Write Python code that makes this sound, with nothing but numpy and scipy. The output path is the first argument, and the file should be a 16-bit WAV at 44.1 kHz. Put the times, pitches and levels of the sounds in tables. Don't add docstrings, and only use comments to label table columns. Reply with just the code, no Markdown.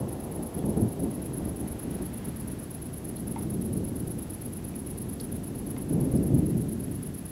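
import sys
import numpy as np
from scipy import signal
from scipy.io import wavfile
from scipy.ndimage import uniform_filter1d

SR = 44100
rng = np.random.default_rng(int(sys.argv[2]) if len(sys.argv) > 2 else 0)


def elevation(decibels):
    levels = np.asarray(decibels, float)
    return 10 ** (levels / 20)


def int16_out(signal):
    q = np.round(np.clip(np.atleast_2d(signal).T, -1, 1) * 32767)
    wavfile.write(sys.argv[1], SR, q.astype(np.int16))


N = 322357


def evened(x):
    return x / np.sqrt(np.mean(x ** 2) + 1e-20)


def coloured(x, spectrum):
    f, db = np.transpose(spectrum)
    bins_hz = np.fft.rfftfreq(16384, 1 / SR)
    half_db = np.interp(np.log(bins_hz + 1), np.log(f + 1), db, -100, -100)
    log_gain = np.log(elevation(np.r_[half_db, half_db[-2:0:-1]]))
    response = np.exp(np.conj(signal.hilbert(log_gain)))
    taps = np.fft.ifft(response).real[:8192]
    return evened(signal.oaconvolve(x, taps)[:N])


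def band(x, lo_hz, hi_hz):
    sections = signal.butter(2, [lo_hz, hi_hz], "band", fs=SR, output="sos")
    return evened(signal.sosfilt(sections, x))


def resonate(x, hz, width_hz):
    r = np.exp(-np.pi * width_hz / SR)
    return 2 * signal.lfilter([1 - r], [1, -r * np.exp(2j * np.pi * hz / SR)], x).real


def ring(hz, t60, rise=0.0001, glide=0.):
    t = np.arange(SR // 4) / SR
    tone = np.sin(2 * np.pi * hz * t * (1 - glide * np.exp(-t / 0.0024)))
    return tone * elevation(-60 * t / t60) * np.tanh(t / rise)


def add(mix, s, sound):
    part = mix[round(s * SR):][:len(sound)]
    part += sound[:len(part)]


def echoes(x, t60, start, seconds=1):
    t = np.arange(seconds * SR) / SR
    arrivals = rng.random(len(t)) < .05
    taps = rng.standard_normal(len(t)) * arrivals * elevation(-60 * t / t60) * (t > start)
    return signal.fftconvolve(x, taps / np.linalg.norm(taps))[:N]


# t/s, level/dB
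WASH_SWELL = [(0.0, -61), (1.3, -60.5), (2.08, -57.5), (2.85, -60.5), (3.77, -62), (4.34, -60.5),
              (4.89, -61.5), (5.46, -60.5), (7.31, -61.5)]
# f/Hz, level/dB per Hz
WASH_SPECTRUM = [(350, -33), (600, -1.5), (788, -4), (1500, -9.5), (1630, -8.5), (3720, -18), (7010, -28),
                 (8410, -53), (9000, -19.5), (11700, -50), (19800, -120)]
# f/Hz, level/dB per Hz
HISS_SPECTRUM = [(2500, 2), (5000, 1), (9000, 2), (12500, 5.5), (14500, -0.5), (16500, -2)]
# f/Hz, level/dB
WHINE = [(7687, -95), (7747, -73)]


def wash():
    s, db = np.transpose(WASH_SWELL)
    flutter = evened(uniform_filter1d(rng.standard_normal(N), 1500))
    level_db = np.interp(np.arange(N) / SR, s, db) + 5.5 + 0.69 * flutter
    far = elevation(level_db) * coloured(rng.standard_normal(N), WASH_SPECTRUM)
    hiss = elevation(-58.5) * coloured(rng.standard_normal(N), HISS_SPECTRUM)
    tones = np.zeros(N)
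    for hz, db in WHINE:
        tones += elevation(db - 8.0) * evened(resonate(rng.standard_normal(N), hz, 3.9))
    return far + hiss + tones


# f/Hz, level/dB, t60/s
CASING = [(900, -1, .06), (1350, -7, .025), (2110, 0, .032), (3300, -7, .012), (4600, -11, .012)]
# t/s, peak level/dB, brightness/0-1
KNOCKS = [
    (3.361, -34.5, 0.1),
    (3.382, -41, 0.1),
    (3.412, -45, 0.6),
    (3.432, -47, 0.4),
    (5.766, -37, 0.4),
    (5.774, -58, 0.5),
]


def knocks():
    out = np.zeros(N)
    t = np.arange(2000) / SR
    for s, db, bright in KNOCKS:
        tilt_db = 14 * (bright - .5)
        for hz, mode_db, t60 in CASING:
            level_db = db - 7.5 + mode_db + tilt_db * np.log2(hz / 1800)
            add(out, s, elevation(level_db) * ring(hz, t60))
        click = band(np.exp(-t / .00006), 600, 3800)
        add(out, s, elevation(db + tilt_db - 23) * click)
        rattle = band(rng.standard_normal(2000), 720, 1000)
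        add(out, s, elevation(db - 7 - 60 * t / 0.13) * rattle * np.hanning(4000)[2000:])
    return out


# t/s, peak level/dB, f/Hz, t60/s
DRIPS = [(.5917, -51, 3380, 0.023), (1.26, -52, 8000, .02), (2.072, -56.5, 8200, .02),
         (3.172, -53, 4200, .03), (3.427, -55.5, 5600, .02), (4.74, -52, 2390, 0.036),
         (5.1988, -45, 3850, .015), (5.2, -43.5, 4600, 0.03), (5.199, -50, 8600, .015),
         (5.2045, -50.5, 4450, 0.023), (5.222, -57, 4700, .02), (6.172, -53, 5000, 0.032),
         (6.173, -45, 8300, 0.012), (6.61, -56, 7500, 0.017)]


def drips():
    out = np.zeros(N)
    t = np.arange(2000) / SR
    for s, db, hz, t60 in DRIPS:
        splash = evened(resonate(resonate(rng.standard_normal(2000), hz, 1000), hz, 1000))
        tone = ring(hz, .5 * t60, glide=0.04)[:2000]
        add(out, s, elevation(db - 60 * t / t60) * splash + elevation(db + 3) * tone)
    return out


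def ticks():
    near = knocks() + drips()
    return near + elevation(-9) * echoes(near, .12, .003)


CHIRP_S, FIRST_END_S = .11383, -0.017
SECOND_S, SECOND_DB = 0.04, -0.2
SCATTER_S, SCATTER_DB = 0.00099, 0.62
# t/s, lateness/ms, effort level/dB
TEMPO = [(0, -8, -45), (.1, 0.5, -43.5), (.78, 2.5, -42), (1.12, -2.5, -42.8), (1.46, -2, -42),
         (2.83, 2, -42.6), (3.4, 0, -41.5), (4.08, 3.5, -40.8), (4.31, 2.5, -40), (4.65, 4.5, -42),
         (4.99, -3, -40), (5.3, -3.5, -41), (5.5, 2.5, -42), (5.75, 2.5, -42.1), (6.24, -2, -41.5),
         (6.6, 0, -42.5), (6.81, -2, -42.5), (7.04, -1.5, -42)]


def chirps():
    beat = FIRST_END_S + np.arange(0, N / SR + CHIRP_S, CHIRP_S)
    s, late_ms, effort_db = np.transpose(TEMPO)
    chance = rng.standard_normal((len(beat), 4))
    db = np.interp(beat, s, effort_db)
    first_end = beat + np.interp(beat, s, late_ms) / 1000 + .5 * SCATTER_S * chance[:, 0]
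    first_db = db + SCATTER_DB * chance[:, 1]
    gap = SECOND_S + SCATTER_S * chance[:, 2]
    second_db = db + SECOND_DB + SCATTER_DB * chance[:, 3]
    return zip(first_end, first_db, gap, second_db)


# t/s relative to its end, level/dB
FIRST_STROKE = [(-.02, -26), (-.016, -12), (-.0125, -4), (-.005, 1), (-.0008, -1), (0, -30)]
# t/s relative to its end, level/dB
SECOND_STROKE = [(-.034, -19), (-.023, -12), (-.018, -6), (-.011, 0), (-.0008, -1.5), (0, -30)]


def stroke_force():
    t, force = np.arange(N) / SR, np.zeros(N)
    for end, first_db, gap, second_db in chirps():
        for shape, at, db in ((FIRST_STROKE, end, first_db), (SECOND_STROKE, end + gap, second_db)):
            start = max(round((at - .04) * SR), 0)
            stop = min(max(round(at * SR), 0), N)
            near = slice(start, stop)
            before, level_db = np.transpose(shape)
            force[near] += elevation(np.interp(t[near] - at, before, level_db, -90) + db)
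    return force


def scraping():
    waver = evened(uniform_filter1d(rng.standard_normal(N), 60))
    teeth_per_s = 980 * (1 + .25 * waver)
    strikes = np.diff(np.floor(np.cumsum(teeth_per_s) / SR), prepend=0)
    teeth = strikes * elevation(1.9 * rng.standard_normal(N))
    return evened(teeth - teeth.mean()) + .45 * rng.standard_normal(N)


# f/Hz, width/Hz, level/dB
WING_MODES = [(9730, 260, -14), (10330, 460, 0), (10800, 180, -8), (11240, 500, -2.5), (11900, 450, -17)]
# f/Hz, level/dB per Hz
SCRAPER_SPECTRUM = [(2000, -36), (4000, -20), (8500, -21), (9250, -10), (9600, -12), (10700, -11),
                    (12300, -6), (12950, -9), (13450, -20), (13850, -11), (14250, -10), (14600, -15),
                    (15700, -10), (17000, -20)]


def cricket():
    force = stroke_force()
    drive = scraping() * force
    wing = np.zeros(N)
    for k, (hz, width_hz, db) in enumerate(WING_MODES):
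        mode = resonate(resonate(drive, hz, width_hz), hz, width_hz)
        wing += (-1) ** k * elevation(db) * mode
    song = np.std(force) * (evened(wing) + elevation(-8.5) * coloured(drive, SCRAPER_SPECTRUM))
    returned = echoes(np.std(song) * band(song, 8000, 13000), 0.31, 0.0091)
    return elevation(2.5) * song + elevation(-7.0) * returned


def rolling(x, lo_hz, hi_hz, level_db, fill=0.3):
    part = band(x, lo_hz, hi_hz)
    power = signal.oaconvolve(part ** 2, np.hanning(3000) / 1500, "same")
    lumps = np.sqrt(power.clip(1e-3))
    return elevation(level_db) * evened(part / lumps ** np.clip(fill, 0, 1))


ROLL_MID_DB, ROLL_MID_HZ = -37, 210
RISE_S, FALL_DB_PER_S = .008, 300
UNDER_DB, OVER_DB = 0, 2
# t/s, level/dB, sharpness/dB per octave
ROLL = [(0, -34.5, 4.5), (.14, -38, 4.5), (.5, -42, 5), (.62, -33, 3.5), (.92, -36.5, 3), (1.35, -35.5, 2),
        (1.8, -40.5, 2.5), (2.2, -37, -0.5), (2.72, -39, -0.5), (3.2, -37.5, 0.5), (3.6, -29.5, -2),
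        (4.18, -34, -1), (4.27, -39.5, 0.5), (5.0, -36, -1), (5.85, -33.5, -0.5), (6.1, -28, 0),
        (6.5, -27, -4), (7.31, -39.5, -3)]
# t/s, level/dB, hold/s, centre f/Hz
SURGES = [(0.0, -33.5, 0.046, 250), (0.247, -36, 0.045, 90), (0.35, -36.5, 0.097, 300),
          (0.56, -35, 0.028, 280), (0.642, -29, 0.078, 180), (0.763, -25.5, 0.092, 160),
          (0.991, -30.5, 0.095, 260), (1.176, -37, 0.024, 130), (1.385, -31, 0.12, 120),
          (1.605, -33, 0.047, 200), (1.717, -38.5, 0.076, 80), (1.847, -32.5, 0.11, 139),
          (2.002, -27.5, 0.01, 200), (2.272, -32, 0.022, 180), (2.42, -38, 0.15, 80),
          (3.063, -37, 0.03, 170), (3.22, -39, 0.13, 190), (3.43, -39, .04, 200), (3.75, -30, .06, 110),
          (3.912, -38.5, 0.033, 130), (4.037, -40, 0.071, 120), (4.306, -43, 0.073, 100),
          (4.455, -38.5, 0.027, 180), (4.72, -43, 0.016, 200), (5.315, -35, 0.043, 130),
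          (5.908, -26, 0.13, 300), (6.144, -27.5, 0.11, 250), (6.305, -23, 0.12, 230),
          (6.482, -26.5, .09, 200), (6.874, -33, 0.027, 130)]


def roll_db(hz, share):
    t = np.arange(0, N / SR + .01, .002)
    s, level_db, sharp_db = np.transpose(ROLL)
    power = elevation(2 * np.interp(t, s, level_db))
    for start, db, hold, centre_hz in SURGES:
        fall_db = FALL_DB_PER_S * np.maximum(t - start - hold, 0)
        off_db = max(UNDER_DB * np.log2(centre_hz / hz), OVER_DB * np.log2(hz / centre_hz))
        rise = np.clip((t - start) / RISE_S + .5, 0, 1)
        power = power + (rise * elevation(db - fall_db - off_db)) ** 2
    swing_db = 10 * np.log10(power) - ROLL_MID_DB
    tilt_db = np.interp(t, s, sharp_db) * max(np.log2(hz / ROLL_MID_HZ), 0)
    return np.interp(np.arange(N) / SR, t, ROLL_MID_DB + share * swing_db + tilt_db)


# f/Hz, level/dB per Hz
THUNDER_SPECTRUM = [(8, -50), (25, -24), (70, -5), (120, 0), (220, 0), (320, -5), (500, -16), (800, -26),
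                    (1500, -44), (3300, -100)]
# low f/Hz, high f/Hz, level/dB, share of the swings followed/0-1
LAYERS = [
    (24.1, 83.5, -7, 0.58),
    (121.3, 373, -3.5, 1.0),
    (348.5, 894, -11, 1),
    (703, 1800, -21.5, 0.32),
]
# t/s, peak level/dB, ringing f/Hz, t60/s
CLAPS = [(0.566, -18, 215, 0.11), (0.639, -10.5, 209.6, 0.16), (0.667, -14, 205, 0.34),
         (0.772, -6, 211.2, 0.27), (0.82, -5, 111, 0.2), (1.02, -13, 270, 0.22), (1.421, -22, 75, 0.2),
         (1.71, -20, 78, .15), (2.275, -19, 185, .1), (3.045, -20, 162, .15), (3.225, -20, 205, 0.19),
         (3.551, -21.5, 182, 0.6), (3.766, -16.5, 105, .2), (3.915, -26, 131, 0.2),
         (4.029, -17.5, 169.3, 0.23), (4.075, -22, 60, 0.17), (4.289, -20, 99, 0.19), (5.33, -18, 118, .15),
         (6.135, -12, 91, 0.18), (5.906, -9, 289, 0.086), (5.998, -13, 113, 0.23), (6.05, -16, 272.8, 0.49),
         (6.152, -1.5, 238, 0.08), (6.138, -10, 171, 0.11), (6.304, -3, 256, 0.046),
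         (6.339, -0.5, 142, 0.13), (6.391, 0, 192, 0.075), (6.447, -13, 279, 0.068),
         (6.496, -14, 208, 0.13)]


def thunder():
    arrivals = rng.random(N) < 500 / SR
    strength = elevation(3.55 * np.minimum(rng.exponential(1, N), 4))
    shocks = arrivals * strength * rng.choice([-1, 1], N)
    path = coloured(evened(shocks) + 1.62 * rng.standard_normal(N), THUNDER_SPECTRUM)
    roll = np.zeros(N)
    for k, (lo, hi, db, share) in enumerate(LAYERS):
        level_db = db + roll_db(np.sqrt(lo * hi), share)
        roll += (-1) ** k * rolling(path, lo, hi, level_db)
    for s, db, hz, t60 in CLAPS:
        boom = ring(hz, t60, rise=0.0015)
        overtone = ring(1.9 * hz, 0.38 * t60, rise=0.0028)
        add(roll, s, elevation(db - 11.0) * (boom + elevation(-10) * overtone))
    return roll


def scene():
    return (wash() + ticks() + cricket() + thunder())[None]


def low_pass(x):
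    return signal.sosfilt(signal.butter(12, 16460, fs=SR, output="sos"), x)


def record(dry):
    edge = signal.firwin(801, 15790, window=("kaiser", 10), fs=SR)
    mix = signal.oaconvolve(dry, edge[None], "same")
    return low_pass(mix)


dry = scene()
out = record(dry)
int16_out(out)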